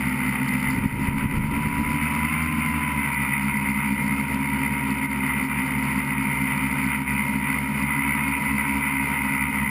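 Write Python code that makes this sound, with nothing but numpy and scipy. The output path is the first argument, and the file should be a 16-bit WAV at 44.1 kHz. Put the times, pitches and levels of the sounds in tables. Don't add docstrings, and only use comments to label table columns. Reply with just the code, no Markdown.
import sys
import numpy as np
from scipy import signal
from scipy.fft import rfft, irfft
from scipy.io import wavfile
from scipy.ndimage import uniform_filter1d

SR = 44100
rng = np.random.default_rng(int(sys.argv[2]) if len(sys.argv) > 2 else 0)


def file_out(sig):
    cols = np.atleast_2d(sig).T
    lim = np.clip(cols, -1, 1)
    pcm = np.round(lim * 32767).astype(np.int16)
    wavfile.write(sys.argv[1], SR, pcm)


def nominal_scale(level):
    x = np.asarray(level, float) / 20
    return 10 ** x


N = 427750


def evened(x):
    return x / np.sqrt(np.mean(x ** 2) + 1e-20)


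def curves(rows):
    time_s, *columns = np.transpose(rows)
    return np.array([np.interp(np.arange(N) / SR, time_s, column) for column in columns])


def slow(top_hz):
    knots = rng.standard_normal(400)
    return evened(np.interp(np.arange(N) / SR * 2 * top_hz, np.arange(400), knots))


def coloured(points):
    points_hz, points_db = np.transpose(points)
    hz = np.fft.rfftfreq(N, 1 / SR)
    gain = nominal_scale(np.interp(np.log(hz + 1), np.log(points_hz), points_db))
    return evened(irfft(rfft(rng.standard_normal(N)) * gain, N))


def ring(x, modes):
    out = 0
    for k, (hz, width_hz, db) in enumerate(modes):
        b, a = signal.iirpeak(hz, hz / (1.57 * width_hz), SR)
        once = signal.lfilter(b, a, x)
        twice = signal.lfilter(b, a, once)
        out = out + (-1) ** k * nominal_scale(db) * twice
    return evened(out)


def wind():
    # time_s of the height, level_db, rise_db_per_s, fall_db_per_s
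    gust_table = [(0.0, -49, 73, 21), (0.76, -28, 150, 25), (1.0, -25.5, 60, 30), (1.25, -28, 28, 10),
                  (3.62, -38, 80, 120), (4.14, -42, 25, 42)]
    # hz, level_db
    wind_spectrum = [(12, -28), (25, -3), (60, -3.5), (130, -1.5), (220, -6.5), (300, -10), (420, -18.5),
                     (600, -29), (900, -59)]
    lumps_db, calm_db = 3, -60
    long_gust, end_s, end_db_per_s = 3, 1.93, 102
    t = np.arange(N) / SR
    gusts_db = np.array([db - np.where(t < s, rise * (s - t), fall * (t - s))
                         for s, db, rise, fall in gust_table])
    gusts_db[long_gust] -= end_db_per_s * np.maximum(t - end_s, 0)
    level_db = np.maximum(gusts_db.max(0), calm_db) + lumps_db * slow(18)
    return nominal_scale(level_db) * coloured(wind_spectrum)


def pops():
    # time_s of the middle, level_db of the sine before its envelope
    pop_table = [(0.769, -16), (0.787, -15.5), (0.861, -9.5), (1.089, -14), (1.26, -11.5), (1.327, -16.5),
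                 (1.385, -18), (1.408, -10)]
    pop_hz, length_s = 150, 0.003
    t, out = np.arange(N) / SR, np.zeros(N)
    for s, db in pop_table:
        envelope = np.exp(-((t - s) / length_s) ** 2)
        out += nominal_scale(db) * np.sin(2 * np.pi * pop_hz * (t - s)) * envelope
    return out


def rumble():
    # hz, level_db
    rumble_spectrum = [(15, -44), (45, -31), (65, -9), (100, -26.5), (140, -2.5), (172, -13.5), (205, -2),
                       (240, -6), (275, -3.5), (325, -21), (600, -20.5), (1000, -40)]
    level_db, waver_db = -37.5, 2.5
    return nominal_scale(level_db + waver_db * slow(6)) * coloured(rumble_spectrum)


def case(thrum):
    # hz, width_hz, level_db
    case_modes = [(3520, 140, 0.5), (4650, 630, 4)]
    gap, tick_s = 0.57, 0.00053
    scatter_db, chatter_db = 3.3, -5
    shaking = evened(thrum)
    at = signal.find_peaks(shaking, height=gap)[0]
    ticks = np.zeros(N)
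    ticks[at] = np.sqrt(shaking[at] - gap) * nominal_scale(scatter_db * rng.standard_normal(len(at)))
    decay = signal.lfilter([1], [1, -np.exp(-1 / (tick_s * SR))], ticks)
    bursts = decay * rng.standard_normal(N)
    swell = uniform_filter1d(abs(thrum), size=2000) ** 1.5
    chatter = evened(swell * rng.standard_normal(N))
    return ring(evened(bursts) + nominal_scale(chatter_db) * chatter, case_modes)


def frame(turns, knock_db):
    # hz, width_hz, level_db
    frame_modes = [(939, 282, -12.5), (1390, 312, -10), (2030, 178.6, 1.5), (2112, 270, -4),
                   (2411, 266, -7), (3010, 423, -18), (3644, 250, -29)]
    # shaft order, level_db
    knock_orders = [(15, -2), (16, -16), (18, -7), (19, -8.5), (20, -13), (21, -11), (22, -6), (28, -2),
                    (29, 0), (30, -2.5), (31, 1.5), (32, -2), (33, -1), (34, -7), (35, 0.5), (36, -5.5),
                    (37, -1)]
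    lag_turns, scatter_turns, swell_depth = 0.45, 0.0033, 0.34
    dead_hz, dead_width_hz = 3320, 330
    angle = turns[1] - lag_turns + scatter_turns * slow(20)
    knocks = 0
    for order, db in knock_orders:
        drift = 1 + slow(12) + 1j * slow(12)
        knocks = knocks + nominal_scale(db) * (drift * np.exp(2j * np.pi * order * angle)).real
    swell = 1 + swell_depth * np.cos(2 * np.pi * angle)
    bearing = evened(swell * nominal_scale(0.78 * slow(16)) * rng.standard_normal(N))
    rung = ring(nominal_scale(knock_db) * evened(knocks) + bearing, frame_modes)
    return signal.lfilter(*signal.iirnotch(dead_hz, dead_hz / dead_width_hz, SR), rung)


def buzz(turns, thrum):
    vibration_db, knock_db = curves([(0.0, -27, -14.5), (1.5, -30, -16.5), (2.05, -26.5, -13.5),
                                     (2.55, -27.5, -13.5), (3.0, -27, -11.5), (3.3, -28, -10),
                                     (4.3, -28.5, -13), (5.5, -28, -14), (6.5, -27.5, -12),
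                                     (7.7, -28.5, -12.5), (8.0, -26.5, -11), (9.7, -28.5, -9)])
    waver_db, case_db, beat_db = 1.0, -28, 2.5
    beat = np.cos(2 * np.pi * (turns[2] - turns[0] + 0.21))
    rattle = nominal_scale(case_db + beat_db * beat) * case(thrum)
    return nominal_scale(vibration_db + waver_db * slow(10)) * (frame(turns, knock_db) + rattle)


def hunting(swing):
    swings_per_s, rate_scatter = 2.8, 0.3
    rate = swings_per_s * (1 + rate_scatter * slow(2))
    wave = np.sin(2 * np.pi * (np.cumsum(rate) / SR + rng.random()))
    return swing * ((1 + 0.3 * slow(1)) * wave + 0.4 * slow(6))


def motors():
    # time_s, slow_turns_per_s, middle_turns_per_s, fast_turns_per_s
    speed_table = [(0.0, 63.0, 66.1, 70.1), (0.7, 63.2, 66.6, 70.2), (0.9, 65.0, 68.1, 71.6),
                   (1.2, 66.5, 70.3, 73.2), (1.45, 66.8, 70.8, 74.1), (1.6, 69.8, 73.9, 76.3),
                   (1.9, 70.2, 73.4, 77.4), (2.2, 70.1, 72.8, 78.3), (2.32, 73.2, 75.0, 80.5),
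                   (2.6, 72.8, 75.1, 81.2), (2.75, 71.2, 73.3, 79.5), (2.95, 69.7, 72.2, 76.0),
                   (3.1, 66.0, 68.5, 73.4), (3.25, 66.2, 68.5, 71.8), (3.7, 66.4, 68.6, 73.1),
                   (4.65, 66.3, 68.5, 73.7), (5.0, 66.0, 68.6, 73.0), (5.2, 65.2, 67.7, 72.6),
                   (5.95, 64.8, 67.8, 72.5), (6.05, 65.8, 67.6, 72.1), (6.5, 65.4, 67.7, 72.1),
                   (7.1, 65.5, 68.5, 72.7), (7.8, 65.8, 68.8, 73.1), (7.9, 67.5, 69.7, 73.6),
                   (8.2, 67.4, 69.7, 74.3), (8.8, 67.7, 69.7, 73.6), (9.15, 66.5, 68.0, 72.8),
                   (9.7, 66.7, 67.9, 73.3)]
    start_turns = [.25, .0, -.27]
    swings = [0.42, 0.3, 0.25]
    speeds = curves(speed_table) + np.array([hunting(swing) for swing in swings])
    return speeds, np.cumsum(speeds, axis=1) / SR + np.array(start_turns)[:, None]


def strengths(speeds):
    # motor (0 slow, 1 middle, 2 fast), peak_turns_per_s, half_width_turns_per_s, peak_level_db
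    peak_table = [(0, 70.7, 2.25, -33.5), (1, 68.8, 2.2, -37.5), (2, 80.0, 4.8, -34)]
    thrum_db = curves([(0.0, -29.5, -56.5, -34.5), (0.3, -30, -35, -33.5), (0.7, -31, -38, -34.5),
                       (1.5, -36, -40, -33.5), (1.8, -35, -39, -33.5), (2.5, -39, -33, -33),
                       (3.0, -37.5, -48.5, -36), (3.5, -35.5, -30, -35.5), (4.6, -31.5, -32, -35.5),
                       (5.3, -31.5, -35, -36), (5.8, -32, -41.5, -34.5), (6.75, -31.5, -42, -34.5),
                       (7.0, -34, -35.5, -35.5), (7.75, -34.5, -34.5, -35.5), (8.2, -33.5, -44, -35.5),
                       (8.5, -34, -33, -40), (9.2, -33.5, -36, -38.5), (9.7, -38.5, -34.5, -36)])
    peaked_db = [db - 10 * np.log10(1 + ((speeds[motor] - top) / width) ** 2)
                 for motor, top, width, db in peak_table]
    return np.vstack([thrum_db[:1], peaked_db, thrum_db[1:]])


def tones(turns, speeds):
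    # (multiples of the slow, middle and fast shaft), row of strengths(),
    # level_db against that row, waver_db
    tone_table = [((4, 0, 0), 0, 0, 1.3), ((3, 0, 0), 5, -7, 1.8), ((14, 0, 0), 1, 0, 1), ((13, 0, 0),
                  1, -9.5, 1), ((33, 0, 0), 0, -25, 2.8), ((0, 3, 0), 4, 0, 2), ((0, 1, 0), 3, -8.5, 1.6),
                  ((0, 2, 0), 5, -5.5, 1.5), ((0, 4, 0), 0, -13.5, 1.6), ((0, 14, 0), 2, 0, 0.41),
                  ((0, 0, 1), 3, -0.72, 0.89), ((0, 0, 2), 5, 0, 1), ((0, 0, 3), 5, 1, 1.1), ((2, 0, 1),
                  5, -5.5, 2.4), ((2, 2, 0), 0, -7.5, 1.5), ((2, 0, 2), 0, -11.5, 1.5), ((0, 2, 1),
                  5, -13, 0.81), ((0, 1, 2), 5, -13.5, 1.9), ((2, 1, 0), 5, -14, 1.4), ((0, 5, 0),
                  0, -24, 3), ((6, 0, 0), 0, -26.5, 2.6), ((8, 0, 0), 0, -27, 3), ((0, 8, 0), 0, -26.5, 3),
                  ((5, 0, 0), 0, -23, 3), ((0, 0, 5), 0, -22, 3), ((0, 0, 6), 0, -25, 3)]
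    strength_db = strengths(speeds)
    thrum, whine = np.zeros(N), np.zeros(N)
    for orders, row, db, waver_db in tone_table:
        wave = np.sqrt(2) * np.cos(2 * np.pi * np.dot(orders, turns))
        part = whine if sum(orders) > 10 else thrum
        part += nominal_scale(strength_db[row] + db + waver_db * slow(8)) * wave
    return thrum, whine


def dips():
    # time_s of the middle, depth_db (negative lifts the level)
    dip_table = [(4.27, 2.5), (5.08, 3.5), (5.48, 4.5), (6.0, -1), (7.05, 5.5)]
    dip_s = 0.02
    t = np.arange(N) / SR
    depth_db = sum(db * np.exp(-((t - s) / dip_s) ** 2) for s, db in dip_table)
    return 1 / nominal_scale(depth_db)


def scene():
    speeds, turns = motors()
    thrum, whine = tones(turns, speeds)
    drone = thrum + whine + buzz(turns, thrum) + rumble()
    return (drone * dips() + wind() + pops())[None]


def gain_control(x):
    knee_db, back_db_per_s = -22.0, 45
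    late_samples = 400
    power_db = 10 * np.log10(abs(uniform_filter1d(x ** 2, size=500)) + 1e-12)
    climb_db = np.arange(N) * back_db_per_s / SR
    held_db = np.maximum.accumulate(power_db + climb_db, axis=1) - climb_db
    over_db = np.maximum(held_db - knee_db, 0)
    late_db = np.pad(over_db, ((0, 0), (late_samples, 0)))[:, :N]
    return x / nominal_scale(uniform_filter1d(late_db, size=200))


def lowpass(x, cutoff_hz, taps):
    return signal.oaconvolve(x, signal.firwin(taps, cutoff_hz, fs=SR)[None], "same")


def sample_and_hold(x):
    sampled = signal.resample_poly(x, 40, 147, axis=1)
    held = np.repeat(sampled, 4, axis=1)
    back = signal.resample_poly(held, 147, 160, axis=1)[:, :N]
    return np.pad(back, ((0, 0), (0, N - back.shape[1])))


def roll_off(x):
    return signal.sosfilt(signal.butter(12, 15810, fs=SR, output="sos"), x)


def record(dry):
    controlled = gain_control(dry)
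    held = sample_and_hold(lowpass(controlled, cutoff_hz=5964, taps=101))
    mix = lowpass(held, cutoff_hz=15150, taps=255)
    return roll_off(mix)


dry = scene()
out = record(dry)
file_out(out)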